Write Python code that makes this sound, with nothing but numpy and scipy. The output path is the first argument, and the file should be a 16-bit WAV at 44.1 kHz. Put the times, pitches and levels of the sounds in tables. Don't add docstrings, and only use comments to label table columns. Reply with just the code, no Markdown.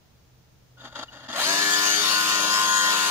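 import sys
import numpy as np
from scipy import signal
from scipy.io import wavfile
from scipy.ndimage import uniform_filter1d

SR = 44100
rng = np.random.default_rng(int(sys.argv[2]) if len(sys.argv) > 2 else 0)


def to_linear_factor(level_db):
    exponent = np.asarray(level_db, float) / 20
    return 10 ** exponent


def dump_mix(stems):
    frames = np.atleast_2d(stems).T
    limited = np.clip(frames, -1, 1)
    pcm = np.round(limited * 32767).astype(np.int16)
    wavfile.write(sys.argv[1], SR, pcm)


N = 136710

# time in seconds, level in dB.
EFFORT = [(.765, -80), (.78, -58), (.8, -52), (.86, -43), (.882, -45), (.895, -55), (.948, -49),
          (.958, -39.5), (1.036, -38.5), (1.054, -55), (1.105, -55), (1.125, -47), (1.28, -47),
          (1.289, -37.5), (1.33, -36), (1.405, -25), (1.5, -24), (3.1, -24)]
# time in seconds, speed in turns per second.
SHAFT_SPEED = [(1.3, 30), (1.335, 37), (1.375, 47), (1.41, 63), (1.435, 78), (1.465, 92), (1.494, 96.9),
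               (1.61, 100.6), (1.72, 101.9), (1.936, 102.7), (2.106, 104.4), (2.28, 103.7), (2.42, 103.1),
               (2.632, 104.4), (2.794, 103.5), (2.914, 103.1), (3.1, 103.1)]
# time in seconds, heading from 0 (side on) to 1 (stern on).
HEADING = [
    (1.45, 0.036),
    (1.7, 0.14),
    (1.9, 0.061),
    (2.05, 0.26),
    (2.2, 0.41),
    (2.4, 0.39),
    (2.55, 0.79),
    (2.75, .99),
    (2.9, 0.64),
    (3.1, 0.49),
]
# multiple of shaft speed, level in dB.
SIDE_ORDERS = [(1, -49), (2, -25.5), (3, -14.5), (4, -15), (5, -28), (6, -20), (7, -16), (8, -22),
               (9, -20.5), (10, -7.5), (11, -10.5), (12, -13), (13, -12), (14, -6.5), (15, -15), (16, -15),
               (17, 0), (18, -6), (19, -17), (20, -7)]
# multiple of shaft speed, level in dB.
STERN_ORDERS = [(1, -49), (2, -21.5), (3, -22), (4, -24.5), (5, -21.5), (6, -23.5), (7, -23.5), (8, -28),
                (9, -9.5), (10, 3.5), (11, -8.5), (12, -11.5), (13, -11), (14, 4.5), (15, -8), (16, -5),
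                (17, -16.5), (18, -3), (19, -32), (20, -65)]
# multiple, centre in seconds, half width in seconds, change in dB.
ORDER_SWELLS = [(14, 1.385, 0.048, 5), (14, 1.6, 0.027, 15), (14, 1.6, 0.059, -17), (14, 2.18, 0.038, 6),
                (7, 1.49, 0.063, 10.5), (3, 1.53, .08, 3.5), (11, 1.64, 0.1, -3), (10, 1.64, 0.055, -9),
                (10, 1.97, 0.044, -38), (17, 1.7, 0.12, 8.5), (4, 2.0, 0.029, 8.5), (4, 2.174, 0.073, -11),
                (18, 2.88, 0.062, 6.5), (31, 2.8, 0.097, 9.5), (13, 1.94, 0.17, 4), (14, 1.83, 0.084, 5),
                (12, 2.28, 0.21, 4), (9, 3.08, 0.13, 8)]
# centre in Hz, width in Hz, level stalled, side on and stern on in dB.
HULL_MODES = [(261.4, 27, 6, -8.5, -25), (629, 133, 7.5, -10, -12), (876, 78, 9.5, -17, -7),
              (1108, 154, 3.5, -5.5, -1), (1372, 185, 9, -4.5, -3.5), (1788, 285, 5, 2, -0.5),
              (2830, 120, 1, -8, -4.5), (3245, 110, 6, -17, -0.5), (3610, 1410, 2.5, -3, -4.5),
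              (4650, 2150, -0.5, 0, -4), (6600, 2070, -2.5, -1.5, -0.7), (9720, 4300, -20.5, -9.5, -9),
              (12430, 5000, -29, -14, -15.5), (15040, 700, -22, -10.5, -14.5)]
# centre in Hz, width in Hz, change in dB.
STEADY_BANDS = [(2250, 370, 6.5), (5660, 950, -3), (9070, 700, -4.5), (11460, 590, -5.5), (13000, 700, -2)]
# time in seconds, centre in Hz, half length in seconds, change in dB.
WAKE_NULLS = [(1.51, 6800, 0.025, 2.5), (1.54, 3200, 0.057, -17), (1.623, 4100, .03, 4),
              (1.658, 2520, .05, -10), (1.737, 3360, 0.023, 11), (1.742, 7300, .05, 8),
              (1.733, 6500, 0.029, 9.5), (1.773, 2700, .07, -12), (1.86, 1650, 0.024, 2),
              (1.904, 6300, 0.073, 10.5), (1.905, 2900, 0.052, 7), (1.95, 1070, 0.036, -17),
              (1.987, 4800, 0.029, 8), (2.0, 2650, 0.027, -7), (2.047, 3700, 0.054, 8.5),
              (2.068, 4270, 0.063, 6), (2.09, 5510, 0.061, 10), (2.136, 2800, 0.064, 9),
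              (2.153, 4530, 0.053, 10), (2.276, 3150, .03, 1), (2.06, 1700, 0.064, -19),
              (2.363, 1670, 0.083, -18), (2.36, 2500, 0.11, 8), (2.433, 2120, 0.028, -28),
              (2.483, 1980, 0.041, -26), (2.547, 5200, 0.055, 11), (2.634, 3250, .09, 5),
              (2.64, 4680, 0.021, 9), (2.7, 2170, 0.02, -26), (2.766, 2250, .045, -30),
              (2.762, 6600, 0.1, 4.5), (2.77, 7700, 0.055, 3), (2.883, 2400, 0.044, -12),
              (2.91, 3320, 0.035, 10.5), (2.902, 5200, 0.018, 7), (2.98, 5260, .03, -1),
              (3.08, 5530, 0.033, -8)]
# frequency in Hz, loss at the right port in dB.
LEFT_LEAN = [(500, -.6), (1100, 3), (1400, 7), (1750, 3.5), (2750, -2.5), (3800, 5.5), (6300, 7),
             (8200, 22)]
# frequency in Hz, likeness from 0 to 1.
BOAT_LIKENESS = [(130, .99), (600, .975), (1000, .93), (1800, .75), (2400, .3), (3400, .6), (5200, .45),
                 (7000, .2)]
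# frequency in Hz, lead in radians.
RIGHT_LEAD = [(300, .1), (1100, .3), (1400, 1.0), (1750, 1.2), (2100, 2.6), (2450, 6.3), (3000, 6.8),
              (3800, 9.2), (4700, 10.3)]
# time in seconds, peak in dB, ring in Hz.
TOOTH_SLIPS = [(.8063, -34, 3600), (0.8382, -43, 3450), (.8482, -36, 3380), (.8731, -39, 3490),
               (0.925, -45, 3460), (0.9534, -41, 3150), (1.029, -26, 1380), (0.972, -37, 3340),
               (.992, -41, 4800), (1.016, -33, 3530), (1.1221, -52, 2850), (1.1515, -52, 3440),
               (1.2388, -58, 3530), (1.2637, -60, 3000), (1.286, -34, 5000), (1.2997, -41, 3530),
               (1.3278, -22, 3410), (1.361, -27, 3400)]
# time in seconds, half length in seconds, change in dB.
GEAR_CATCHES = [
    (1.25, 0.004, 3),
    (1.278, 0.0035, -11),
    (1.318, 0.0026, 6),
]
# start in seconds, length in seconds, first and second tone in dB.
CHOP_BURSTS = [
    (0.77, 0.031, -53, -65),
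    (0.794, 0.21, -55, -73),
    (1.081, 0.022, -55, -42.5),
    (1.113, 0.16, -52.5, -62),
]
# frequency in Hz, level in dB.
FLOOR_SPECTRUM = [(30, -38), (110, 0.5), (200, -18.5), (550, -22), (1900, -30), (6500, -31), (8000, -41),
                  (13500, -41)]
# frequency in Hz, likeness from 0 to 1.
FLOOR_LIKENESS = [(60, 0.29), (130, 0.89), (290, 0.26), (640, 0.21), (1400, .02)]
# centre in Hz, width in Hz, level in dB.
FAR_ENGINES = [(52.5, 6.7, -69), (78.6, 15, -67.5), (124.7, 3.2, -58), (460, 8.1, -75.5)]

STEP = 64
FREE_S, FREE_RISE_S = 1.3, 0.09
MESH_S, MESH_RISE_S = 1.43, 0.04
RIGHT_ONLY = np.array([[0], [1]])


def evened(x):
    return x / np.sqrt(np.mean(abs(x) ** 2) + 1e-20)


def read(points, hz):
    f, value = np.transpose(points)
    return np.interp(np.log(hz + 1), np.log(f + 1), value)


def curve(points):
    return np.interp(np.arange(N) / SR, *np.transpose(points))


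def ramp(s, start_s, rise_s, low=0):
    return np.clip((s - start_s) / rise_s, low, 1)


def drift(width_hz, count):
    steps = N // STEP + 2
    z = rng.standard_normal((count, steps)) + 1j * rng.standard_normal((count, steps))
    f = np.fft.fftfreq(steps, STEP / SR)
    return evened(np.fft.ifft(np.fft.fft(z) * np.exp(-(f / width_hz) ** 2)))


def full(slow):
    return np.interp(np.arange(N) / STEP, np.arange(len(slow)), slow)


def ears(shared, unshared, likeness, lead, colour):
    hz, s, z = signal.stft(np.array([shared, unshared]), SR, nperseg=512, noverlap=384)
    same = np.clip(read(likeness, hz), 0, 1)[:, None]
    right = same * z[0] + np.sqrt(1 - same ** 2) * z[1]
    right = right * np.exp(1j * lead(hz))[:, None]
    ports = np.array([z[0], right]) * colour(hz, s)
    return signal.istft(ports, SR, nperseg=512, noverlap=384)[1][:, :N]


def boat_lead(hz):
    return read(RIGHT_LEAD, hz)


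def floor():
    def colour(hz, s):
        top_lift_db = 9 / (1 + ((hz - 15200) / 800) ** 4)
        return (to_linear_factor(read(FLOOR_SPECTRUM, hz)) * to_linear_factor(top_lift_db))[:, None]

    hiss = ears(*rng.standard_normal((2, N)), FLOOR_LIKENESS, np.zeros_like, colour)
    out = to_linear_factor(-59) * evened(hiss)
    t = np.arange(N) / SR
    for hz, width_hz, db in FAR_ENGINES:
        z = drift(width_hz, count=1)[0] * 0.5 + 1
        waver = full(z.real) + 1j * full(z.imag)
        out += to_linear_factor(db) * (waver * np.exp(2j * np.pi * hz * t)).real
    return out


def controller(chop_hz=1447, lag_s=0.00011):
    t = np.arange(N) / SR
    out = np.zeros((2, N))
    broken = to_linear_factor(3.5 * full(drift(40, count=1)[0].real))
    for start_s, length_s, first_db, second_db in CHOP_BURSTS:
        gate = np.clip(np.minimum((t - start_s) / 0.004, (start_s + length_s - t) / 0.0086), 0, 1)
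        if length_s > 0.1:
            gate = gate * broken
        for k, db in ((1, first_db), (2, second_db)):
            tone = np.sin(2 * np.pi * k * chop_hz * (t + lag_s * RIGHT_ONLY))
            out += gate * to_linear_factor(db) * tone * to_linear_factor([[1.5], [-1.5]])
    return out


def slips(t60_s=0.046, rise_s=0.00088):
    t = np.arange(2000) / SR
    out = np.zeros((2, N))
    for s, db, hz in TOOTH_SLIPS:
        envelope = to_linear_factor(db - 60 * t / t60_s) * (1 - np.exp(-t / rise_s))
        ring = envelope * np.sin(2 * np.pi * hz * t + boat_lead(hz) * RIGHT_ONLY)
        at = round(s * SR)
        out[:, at:at + len(t)] += ring * to_linear_factor([[-2.5], [-6]])
    return out


def hull(hz, s):
    free = ramp(s, FREE_S, FREE_RISE_S)
    meshed = ramp(s, MESH_S, MESH_RISE_S)
    heading = np.clip(np.interp(s, *np.transpose(HEADING)), 0, 1)
    narrow = 0.4 + 0.6 * free
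    power = 0
    for f, width_hz, stall_db, side_db, stern_db in HULL_MODES:
        running = 0.36 * free + 0.55 * meshed if f < 2200 else free
        running_db = side_db + heading * (stern_db - side_db)
        db = stall_db + running * (running_db - stall_db)
        width = width_hz * narrow if f > 3300 else width_hz
        power = power + to_linear_factor(db) ** 2 / (1 + (2 * (hz - f) / width) ** 2) ** 2
    valley = to_linear_factor(-16 - 6.2 * (1.5 - free)) ** 2 / (1 + (hz / (5000 + 2500 * free)) ** 6)
    bass_cut = 1 + ((190 + 110 * meshed) / (hz + 1)) ** 6
    dips_db = sum(db * np.exp(-(2 * (hz - f) / width_hz) ** 2) for f, width_hz, db in STEADY_BANDS)
    return np.sqrt((power + valley) / bass_cut) * to_linear_factor(dips_db)


def turning(hz, s, patchy_db):
    patch = rng.standard_normal((2, len(hz), len(s)))
    patch = uniform_filter1d(patch, size=4, axis=1)
    patch = evened(uniform_filter1d(patch, size=40, axis=2))
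    same = np.clip(read(BOAT_LIKENESS, hz), 0, 1)[:, None]
    patch = np.array([patch[0], same * patch[0] + np.sqrt(1 - same ** 2) * patch[1]])
    nulls_db = 0
    for at_s, f, half_s, db in WAKE_NULLS:
        band = ((hz[:, None] - f) / (40 + 0.037 * f)) ** 2
        nulls_db = nulls_db + db * np.exp(-band - ((s - at_s) / half_s) ** 2)
    lean_db = read(LEFT_LEAN, hz)[:, None] * RIGHT_ONLY[:, :, None]
    return to_linear_factor(nulls_db + patchy_db * ramp(s, FREE_S, FREE_RISE_S, low=0.3) * patch - lean_db)


def jerks(kick=0.53, kick_s=0.0086):
    t = np.arange(N) / SR
    kicks = sum((t > s) * np.exp(-abs(t - s) / kick_s) for s, _, _ in TOOTH_SLIPS)
    catches_db = sum(db * np.exp(-((t - s) / half_s) ** 2) for s, half_s, db in GEAR_CATCHES)
    return (1 + kick * kicks) * to_linear_factor(catches_db)


def rattle(turns, speed, knocks_per_turn=110, spread_db=1.5, beat=0.17, flutter_db=0.9):
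    struck = rng.random((2, N)) < knocks_per_turn * speed / SR
    knocks = struck * rng.choice([-1., 1.], (2, N)) / np.sqrt(speed)
    knocks = evened(knocks * to_linear_factor(spread_db * np.minimum(rng.exponential(1, (2, N)), 3)))
    lumps = 1 + beat * np.cos(2 * np.pi * turns) + 0.4 * beat * np.cos(4 * np.pi * turns)
    flutter = to_linear_factor(flutter_db * full(drift(140, count=1)[0].real))
    drive = knocks * lumps * jerks() * flutter

    def colour(hz, s):
        return hull(hz[:, None], s) * turning(hz, s, patchy_db=2.77)

    out = ears(*drive, BOAT_LIKENESS, boat_lead, colour)
    return to_linear_factor(1.5) * out / np.sqrt(np.mean(out[0] ** 2))


def swell_db(k):
    s = np.arange(0, N, STEP) / SR
    return sum((db * np.exp(-((s - at_s) / half_s) ** 2)
                for multiple, at_s, half_s, db in ORDER_SWELLS if multiple == k), 0 * s)


def whine(turns, speed, wander_db=1.5, wobble_rad=0.27, fixed_share=0.45, gear_ratio=1.75, poles=14):
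    t = np.arange(N) / SR
    slow_s = t[::STEP]
    heading = np.clip(curve(HEADING), 0, 1)
    slow, wear = drift(14.0, count=20), drift(8.1, count=150)
    start = rng.random(170) * 2 * np.pi
    quarter = np.array([[0], [np.pi / 2]])
    meshed = ramp(t, MESH_S, MESH_RISE_S, low=0.12)
    judder = meshed + (1 - meshed) * full(drift(60, count=1)[0].real) * 1.64

    out = np.zeros((2, N))
    out += meshed * to_linear_factor(-24.5) * np.cos(2 * np.pi * gear_ratio * turns + quarter)
    for i, ((k, side_db), (_, stern_db)) in enumerate(zip(SIDE_ORDERS, STERN_ORDERS)):
        db = side_db + (stern_db - side_db) * heading
        db = db + full(swell_db(k)) + wander_db * full(slow[i].real)
        phase = 2 * np.pi * k * turns + start[i] + wobble_rad * full(slow[i].imag)
        gate = judder if k == poles else meshed
        out += gate * to_linear_factor(db) * np.cos(phase + quarter)
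    for i in range(100):
        k = 21 + i // 2
        z = wear[i] + fixed_share
        gain = hull(k * speed[::STEP], slow_s) * to_linear_factor(swell_db(k)) * abs(z[:len(slow_s)])
        phase = 2 * np.pi * k * turns + start[20 + i] + full(np.unwrap(np.angle(z)))
        out[i % 2] += to_linear_factor(-12) * full(gain) * np.cos(phase)

    engaged = ramp(t, 1.319, 0.039)
    heard = ears(*out, BOAT_LIKENESS, boat_lead, lambda hz, s: turning(hz, s, patchy_db=1.1))
    return to_linear_factor(-1.5) * engaged * heard


def scene():
    speed = curve([(0.0013, 21.98)] + list(SHAFT_SPEED))
    turns = np.cumsum(speed) / SR
    motor = whine(turns, speed) + rattle(turns, speed)
    return to_linear_factor(curve(EFFORT)) * motor + controller() + slips() + floor()


def top_cut(x):
    return signal.sosfilt(signal.butter(12, 16870, fs=SR, output="sos"), x)


def record(dry):
    edge = signal.firwin(511, 15620, window=("kaiser", 9), fs=SR)
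    mix = signal.oaconvolve(dry, edge[None], "same")
    return top_cut(mix)


dry = scene()
out = record(dry)
dump_mix(out)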